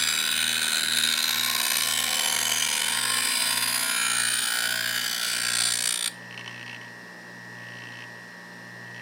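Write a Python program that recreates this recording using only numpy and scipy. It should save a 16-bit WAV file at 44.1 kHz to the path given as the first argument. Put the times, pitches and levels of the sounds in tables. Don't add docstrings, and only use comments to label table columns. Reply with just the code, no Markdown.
import sys
import numpy as np
from scipy import signal
from scipy.fft import rfft, irfft, next_fast_len
from scipy.io import wavfile
from scipy.ndimage import uniform_filter1d, map_coordinates

SR = 44100
rng = np.random.default_rng(int(sys.argv[2]) if len(sys.argv) > 2 else 0)


def master(y):
    cut = np.clip(np.atleast_2d(y).T, -1, 1)
    pcm = np.round(cut * 32767)
    wavfile.write(sys.argv[1], SR, pcm.astype(np.int16))


N = 397341
MAINS_HZ = 59.963


def gain_of(db):
    return 10 ** (np.asarray(db) / 20)


def evened(x):
    return x / np.sqrt(np.mean(x ** 2) + 1e-20)


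def curves(rows, t):
    s, *columns = np.transpose(rows)
    return [np.interp(t, s, column) for column in columns]


def coloured(x, points):
    size = next_fast_len(len(x))
    f, db = np.transpose(points)
    hz = np.fft.rfftfreq(size, 1 / SR) + 1
    gains = gain_of(np.interp(np.log(hz), np.log(f), db))
    return irfft(rfft(x, size) * gains, size)[:len(x)]


def resonate(x, hz, width):
    r = np.exp(-np.pi * width / SR)
    pole = r * np.exp(2j * np.pi * hz / SR)
    level = np.sqrt(2 * (1 - r * r) ** 3 / (1 + r * r))
    return signal.lfilter([level], [1, -2 * pole, pole ** 2], x).real


def shaft(t):
    slips = [0.222, 0.734, 1.204, 1.687, 2.193, 2.778, 3.352, 3.919, 4.527, 5.19, 5.959, 7.14, 8.395]
    before, after = 2 * slips[0] - slips[1], 2 * slips[-1] - slips[-2]
    s = np.r_[before, slips, after]
    half_turns = np.interp(t, s, np.arange(len(s)))
    half_turns = uniform_filter1d(half_turns, size=12000, mode="nearest")
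    return MAINS_HZ * t - half_turns / 2


def air():
    # f/Hz, level per Hz/dB
    rush_colour = [(30, -44), (60, -36), (95, -7), (130, -13), (200, 7), (600, 5), (750, 1), (1000, 4.5),
                   (1350, -1.5), (1900, -2), (3000, -7), (4500, -7), (5500, -2), (6300, -13.5),
                   (8300, -14.5), (9200, -14), (11000, -21.5), (14000, -20.5), (16000, -30)]
    # f/Hz, width/Hz, level/dB
    case_tones = [(252, 23, -82), (936, 5.2, -70), (1109, 32, -62), (2730, 340, -67.5), (4140, 220, -68.5)]
    noise = rng.standard_normal(N)
    rush = gain_of(-48.5) * evened(coloured(noise, rush_colour))
    return rush + sum(gain_of(db) * resonate(noise, hz, width) for hz, width, db in case_tones)


def motor(t, turns, waver_db=1.0, idle_slip=0.45, beat_depth_db=1.5, beat_lag=0.041):
    # idle level/dB, change per extra turn a second of slip/dB,
    # level of the field-pull neighbour over this one/dB, neighbour's lead/cycles
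    low_orders = [(-55, -5.5, -27, -0.08), (-55, -9.5, -10, -0.18), (-59.0, 17.0, -13.5, .45)]
    # multiple, level/dB
    weak_orders = [(1, -83.5), (8, -82), (10, -64), (14, -62), (16, -61.5), (17, -69.5), (26, -67),
                   (27, -60.5), (29, -64), (31, -91), (33, -67.5), (34, -67), (35, -67)]
    # shift in steps of twice the mains, level/dB
    whine_lines = [(-1, -57), (0, -48), (0.94, -46.5)]
    bars = 30

    def tone(db, cycles):
        return np.sqrt(2) * gain_of(db) * np.cos(2 * np.pi * cycles)

    behind = MAINS_HZ * t - turns
    slip_speed = uniform_filter1d(np.gradient(behind) * SR, size=20000)
    load = slip_speed - idle_slip
    out = -tone(-57, 2 * MAINS_HZ * t)
    for k, (idle_db, slope_db, near_db, lead) in enumerate(low_orders, start=2):
        db = idle_db + slope_db * load
        out += tone(db, k * turns)
        out += tone(db + near_db, k * turns + 2 * behind + lead)

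    beat_db = -beat_depth_db * np.cos(2 * np.pi * (2 * behind - beat_lag))
    lines = [(db, k * turns) for k, db in weak_orders]
    lines += [(db + beat_db, bars * turns + 2 * k * MAINS_HZ * t) for k, db in whine_lines]
    for db, cycles in lines:
        drift = gain_of(waver_db * rng.standard_normal(40))
        drift = np.interp(t, np.linspace(0, t[-1], num=40), drift)
        out += drift * tone(db, cycles + rng.random())
    return out


def moan(t, soft_s=.06):
    # start/s, end/s, first f/Hz, last f/Hz, level/dB
    start, end, hz, last_hz, db = (3.1, 3.95, 259.0, 263.0, -52.0)
    hold = np.clip(np.minimum(t - start, end - t) / soft_s, 0, 1)
    cycles = np.cumsum(np.interp(t, [start, end], [hz, last_hz])) / SR
    return np.sqrt(2) * gain_of(db) * hold * np.cos(2 * np.pi * cycles)


def guard(t, turns, uneven_db=1.3, place=0.33, burst_s=0.0042, fresh=0.115):
    # start/s, length/s, first tap level/dB, last tap level/dB
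    bursts = [(6.12, .17, -55, -58), (6.3, .05, -45, -48), (6.37, .05, -39.5, -44), (6.432, .017, -47, -47),
              (6.45, .088, -40, -48), (6.54, .095, -47, -44), (6.655, .115, -43.5, -44.5),
              (6.805, .1, -45.5, -58), (7.55, .15, -57, -51), (7.7, .355, -51, -46), (8.06, .3, -62, -66),
              (8.8, .125, -63, -58), (8.93, .09, -46, -50)]
    # f/Hz, width/Hz, level/dB
    guard_modes = [(1020, 290, -13), (1590, 170, -12.5), (2250, 310, -6.5), (2697, 400, -1),
                   (2960, 350, -5), (4270, 580, -11.5), (4630, 250, -20), (5640, 560, -13),
                   (8750, 900, -23)]
    lap = np.floor(turns + place)
    since = (turns + place - lap) / MAINS_HZ
    size = gain_of(uneven_db * rng.standard_normal(700))[(lap - lap[0]).astype(int)]
    knock = np.diff(lap, prepend=lap[0])
    scratch = fresh * np.exp(-since / burst_s) * rng.standard_normal(N)
    taps = evened(size * (knock + scratch))
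    at = t - since
    level = np.zeros(N)
    for s, length, db, last_db in bursts:
        progress = np.clip((at - s) / length, 0, 1)
        inside = (at >= s) * (at < s + length)
        level += gain_of(db + (last_db - db) * progress) * inside
    taps *= level
    return sum(gain_of(db) * resonate(taps, hz, width) for hz, width, db in guard_modes)


def grit(turns, repeats, spiky=0.35, renew_s=.2):
    def rough(shape):
        return rng.standard_normal(shape) * np.exp(spiky * rng.standard_normal(shape))

    t, size = np.arange(len(turns)) / SR, round(SR / MAINS_HZ)
    rims = rough((70, size))
    step = t / renew_s
    row, fade = step.astype(int), np.pi / 2 * (step % 1)
    place = turns % 1 * size
    old, new = [map_coordinates(rims, [row + k, place], order=3, mode="grid-wrap") for k in range(2)]
    rim = np.cos(fade) * old + np.sin(fade) * new
    loose = rough(len(t))
    return np.sqrt(repeats) * evened(rim) + np.sqrt(1 - repeats) * evened(loose)


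def contact(t, turns, sharp=0.9, shake=0.2, least=0.03, lean=0.44, push_fill=.75):
    contact_rows = [(0, 0.4, 0.033, .8, 0.04, 0.9), (.95, 0.26, 0.078, 1, 0.26, 0.52),
                    (1.6, 1.05, -0.053, 0.86, 0.15, 0.62), (2.2, 0.33, -0.065, .75, 0.44, 0.62),
                    (2.6, 0.12, -.07, 0.79, 0.65, 0.68), (3.35, 0.37, 0.3, 0, 0.23, 0.63),
                    (3.95, 0.42, 0.31, 0.24, 0.074, 0.86), (4.6, .65, .31, .05, .12, .84),
                    (5.2, 1.1, 0.28, 0, 0.071, 0.75), (5.65, 1.6, .22, .05, 0, .68),
                    (5.95, 9, 0.16, 0.099, 0.47, 0.88), (6.1, 3, 0.12, .1, 0, 0.77)]
    # t/s, hops so far
    fast_hops = [(0, 0), (.75, 59.33), (1.15, 90.79), (1.55, 121.86), (2.15, 168.44), (2.55, 199.27),
                 (6.2, 480)]
    slow_hops = [(0, .15), (6.2, 287.83)]
    # t/s, half length/s
    pushes = [(4.94, .025), (5.02, .03), (5.3, .045), (5.68, .035)]
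    throb, spot, fast, slow, repeats = curves(contact_rows, t)
    push = sum(np.exp(-((t - s) / half_s) ** 4) for s, half_s in pushes)
    throb = throb * (1 - push_fill * push)
    hand = rng.standard_normal(len(t))
    hand = evened(uniform_filter1d(uniform_filter1d(hand, size=300), size=300))
    angle = 2 * np.pi * (turns + spot)
    press = 1 + throb * np.cos(angle + lean * np.cos(angle) - lean) + shake * hand
    press += fast * np.cos(2 * np.pi * curves(fast_hops, t)[0])
    press += slow * np.cos(2 * np.pi * curves(slow_hops, t)[0])
    force = (np.maximum(press, 0) + least) ** sharp
    force /= np.sqrt(uniform_filter1d(force ** 2, size=4000))
    return force, repeats


def patchy(x, depth_db=3.5, full_hz=7000):
    hz, t, z = signal.stft(x, nperseg=512)
    field = uniform_filter1d(rng.standard_normal((257, 1200)), size=4, axis=0)
    field = evened(uniform_filter1d(field, size=70, axis=1))[:, :len(t)]
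    depth = depth_db * np.clip(hz * SR / full_hz, .2, 1)[:, None]
    return signal.istft(z * gain_of(depth * field), nperseg=512)[1][:len(x)]


def between_modes(drive):
    # f/Hz, relative level per Hz/dB
    gap_colour = [(200, -39), (330, -1), (1000, 3), (1400, 13), (2300, 15), (4500, 9.5), (5600, -3.5),
                  (6200, 8), (7000, 7.5), (9000, 8), (9800, 7), (11000, 3), (13000, -0.5), (16000, -2)]
    unit = np.sqrt(np.mean(coloured(rng.standard_normal(SR), gap_colour) ** 2))
    return gain_of(-2.5) * patchy(coloured(drive, gap_colour)) / unit


def flare(drive, hz, width, spots):
    t = np.arange(0, len(drive), 200) / SR
    swell = sum(gain_of(db) * np.exp(-((t - s) / (2 * spread_s)) ** 2) for s, spread_s, db in spots)
    return resonate(drive * np.interp(np.arange(len(drive)) / SR, t, swell), hz, width)


def blade(leak=0.027):
    # t/s, level/dB
    scrape = [(0.0, -26), (0.5, -26.5), (0.8, -25.5), (0.87, -28.5), (0.98, -24.5), (1.4, -26.5),
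              (2.3, -26.5), (3.16, -26), (3.97, -27.5), (4.15, -27), (5.21, -30), (5.29, -27.5),
              (5.37, -30), (5.69, -26.5), (5.78, -31), (5.88, -27), (6.0, -35), (6.07, -28.5), (6.09, -34)]
    # f/Hz, width/Hz, level/dB
    blade_modes = [(522, 110, -25), (744, 243, -15), (936, 230, -15), (1045.5, 102, -13), (1391, 85, -17.5),
                   (1491, 174, -9.5), (1614, 160, -15.5), (1809, 93, -17), (2270, 320, -13),
                   (2514, 260, -15), (3080, 360, -7.5), (3503, 300, -4), (3792, 390, -6), (4080, 460, -5),
                   (4605, 890, -4), (4973, 290, -12.5), (5384, 1200, -8)]
    # travel between loud spots/s,
    # time of one loud spot/s, then the same two for the second pattern
    patterns = [(4.3, 1.91, 4.6, 3.42), (2.95, 1.58, 3.15, 2.77), (8, 1.7, 8, 4.3), (1.7, 0, 5.2, 2.64),
                (3.35, 1.46, 4.9, 4.06), (3.8, .23, 3.8, 1.4), (4.3, 1.33, 4.3, 4.06),
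                (6.2, 2.9, 7.1, 5.42), (5.5, 3.29, 6.6, .82), (5.9, 5.13, 7.1, 1.81), (2.45, .06, 8, 2.94),
                (5.5, 3.94, 7.1, .32), (3.8, .55, 5.2, 1.18), (4, .64, 5.5, 2.16), (3.35, 2.27, 4.9, .18),
                (1.9, 1.44, 4.6, 3.33), (2.3, 1.46, 2.8, 2.4)]
    # (t/s, spread to each side/s, level over the scrape drive/dB)
    flares = [(350, 190, [(.6, .55, -29.5)]), (530, 70, [(2.2, .2, -27)]),
              (3060, 220, [(2.0, 0.15, -13.5)]), (3855, 280, [(.4, 0.21, -13), (1.5, .2, -12)]),
              (1614, 370, [(4.6, .38, -11)]), (3620, 810, [(6.05, 0.074, -7.5)]),
              (4810, 220, [(.1, 0.088, -11.5), (3.5, .25, -12), (4.95, 0.24, -16)]),
              (6010, 190, [(0.0, 0.15, -11.5), (1.78, 0.071, -13.5), (2.51, 0.2, -10.5), (5.4, 0.27, -13)]),
              (6480, 310, [(2.51, 0.1, -7.5)]), (6840, 280, [(1.4, .2, -19), (4.2, 0.22, -14.5)]),
              (7480, 380, [(0.0, 0.092, -7.5), (1.1, 0.22, -19), (2.26, 0.1, -15), (5.64, .18, -10.5)]),
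              (8205, 850, [(3.12, .2, -9), (5.85, 0.36, -11)]), (9046, 410, [(.6, 0.25, -10.5),
              (1.72, 0.11, -9), (3.02, 0.37, -8.5), (4.22, 0.11, -4), (5.52, 0.14, -7.5),
              (5.95, 0.15, -2)]), (9300, 330, [(4.18, 0.23, -5)]), (10310, 530, [(.94, .08, -13),
              (2.8, 0.22, -18), (3.78, 0.15, -8.5), (6.06, 0.22, -11.5)]), (10930, 660, [(2.31, 0.1, -7.5),
              (2.82, .07, -15), (3.32, 0.087, -10)]), (11650, 380, [(3.75, .2, -16), (4.5, .15, -18)]),
              (12470, 620, [(1.43, .11, -10.5), (1.74, 0.11, -11), (2.47, .12, -16), (6.07, .08, -16)]),
              (13650, 410, [(2.2, .12, -16), (2.95, .1, -18), (3.69, .11, -18)]),
              (14900, 380, [(.35, 0.058, -16), (3.76, 0.044, -18), (4.62, 0.14, -12)])]
    lift_s = scrape[-1][0]
    t = np.arange(round((lift_s + 0.43) * SR)) / SR
    turns = shaft(t)
    force, repeats = contact(t, turns)
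    drive = evened(grit(turns, repeats) * force)
    drive *= gain_of(curves(scrape, t)[0]) * (t < lift_s)

    s = t[::200]
    gap, loud, gap2, loud2 = np.transpose(patterns)[..., None]
    first = np.cos(np.pi * (s - loud) / gap) ** 2 + leak
    second = np.cos(np.pi * (s - loud2) / gap2) ** 2 + leak
    motions = np.sqrt(first * second)
    out = between_modes(drive)
    for (hz, width, db), motion in zip(blade_modes, motions):
        out += resonate(drive * np.interp(t, s, gain_of(db) * motion), hz, width)
    out += sum(flare(drive, *row) for row in flares)
    return np.pad(out, (0, N - len(out)))


def workshop(x, t60=0.24, wet_db=-13.0):
    t = np.arange(SR // 2) / SR
    echoes = rng.choice([-1., 1.], len(t)) * (rng.random(len(t)) < .05)
    echoes *= (t > .004) * gain_of(-60 * t / t60)
    return x + gain_of(wet_db) * signal.oaconvolve(x, echoes / np.linalg.norm(echoes))[:N]


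def scene():
    t = np.arange(N) / SR
    turns = shaft(t)
    thin = signal.butter(4, 150, "high", fs=SR, output="sos")
    steel = signal.sosfilt(thin, blade() + guard(t, turns))
    mix = workshop(steel) + moan(t) + motor(t, turns) + air()
    return np.array([mix, mix])


def record(dry):
    lowpass = signal.firwin(511, 15900, window=("kaiser", 9), fs=SR)
    return signal.oaconvolve(dry, lowpass[None], "same")


dry = scene()
out = record(dry)
master(out)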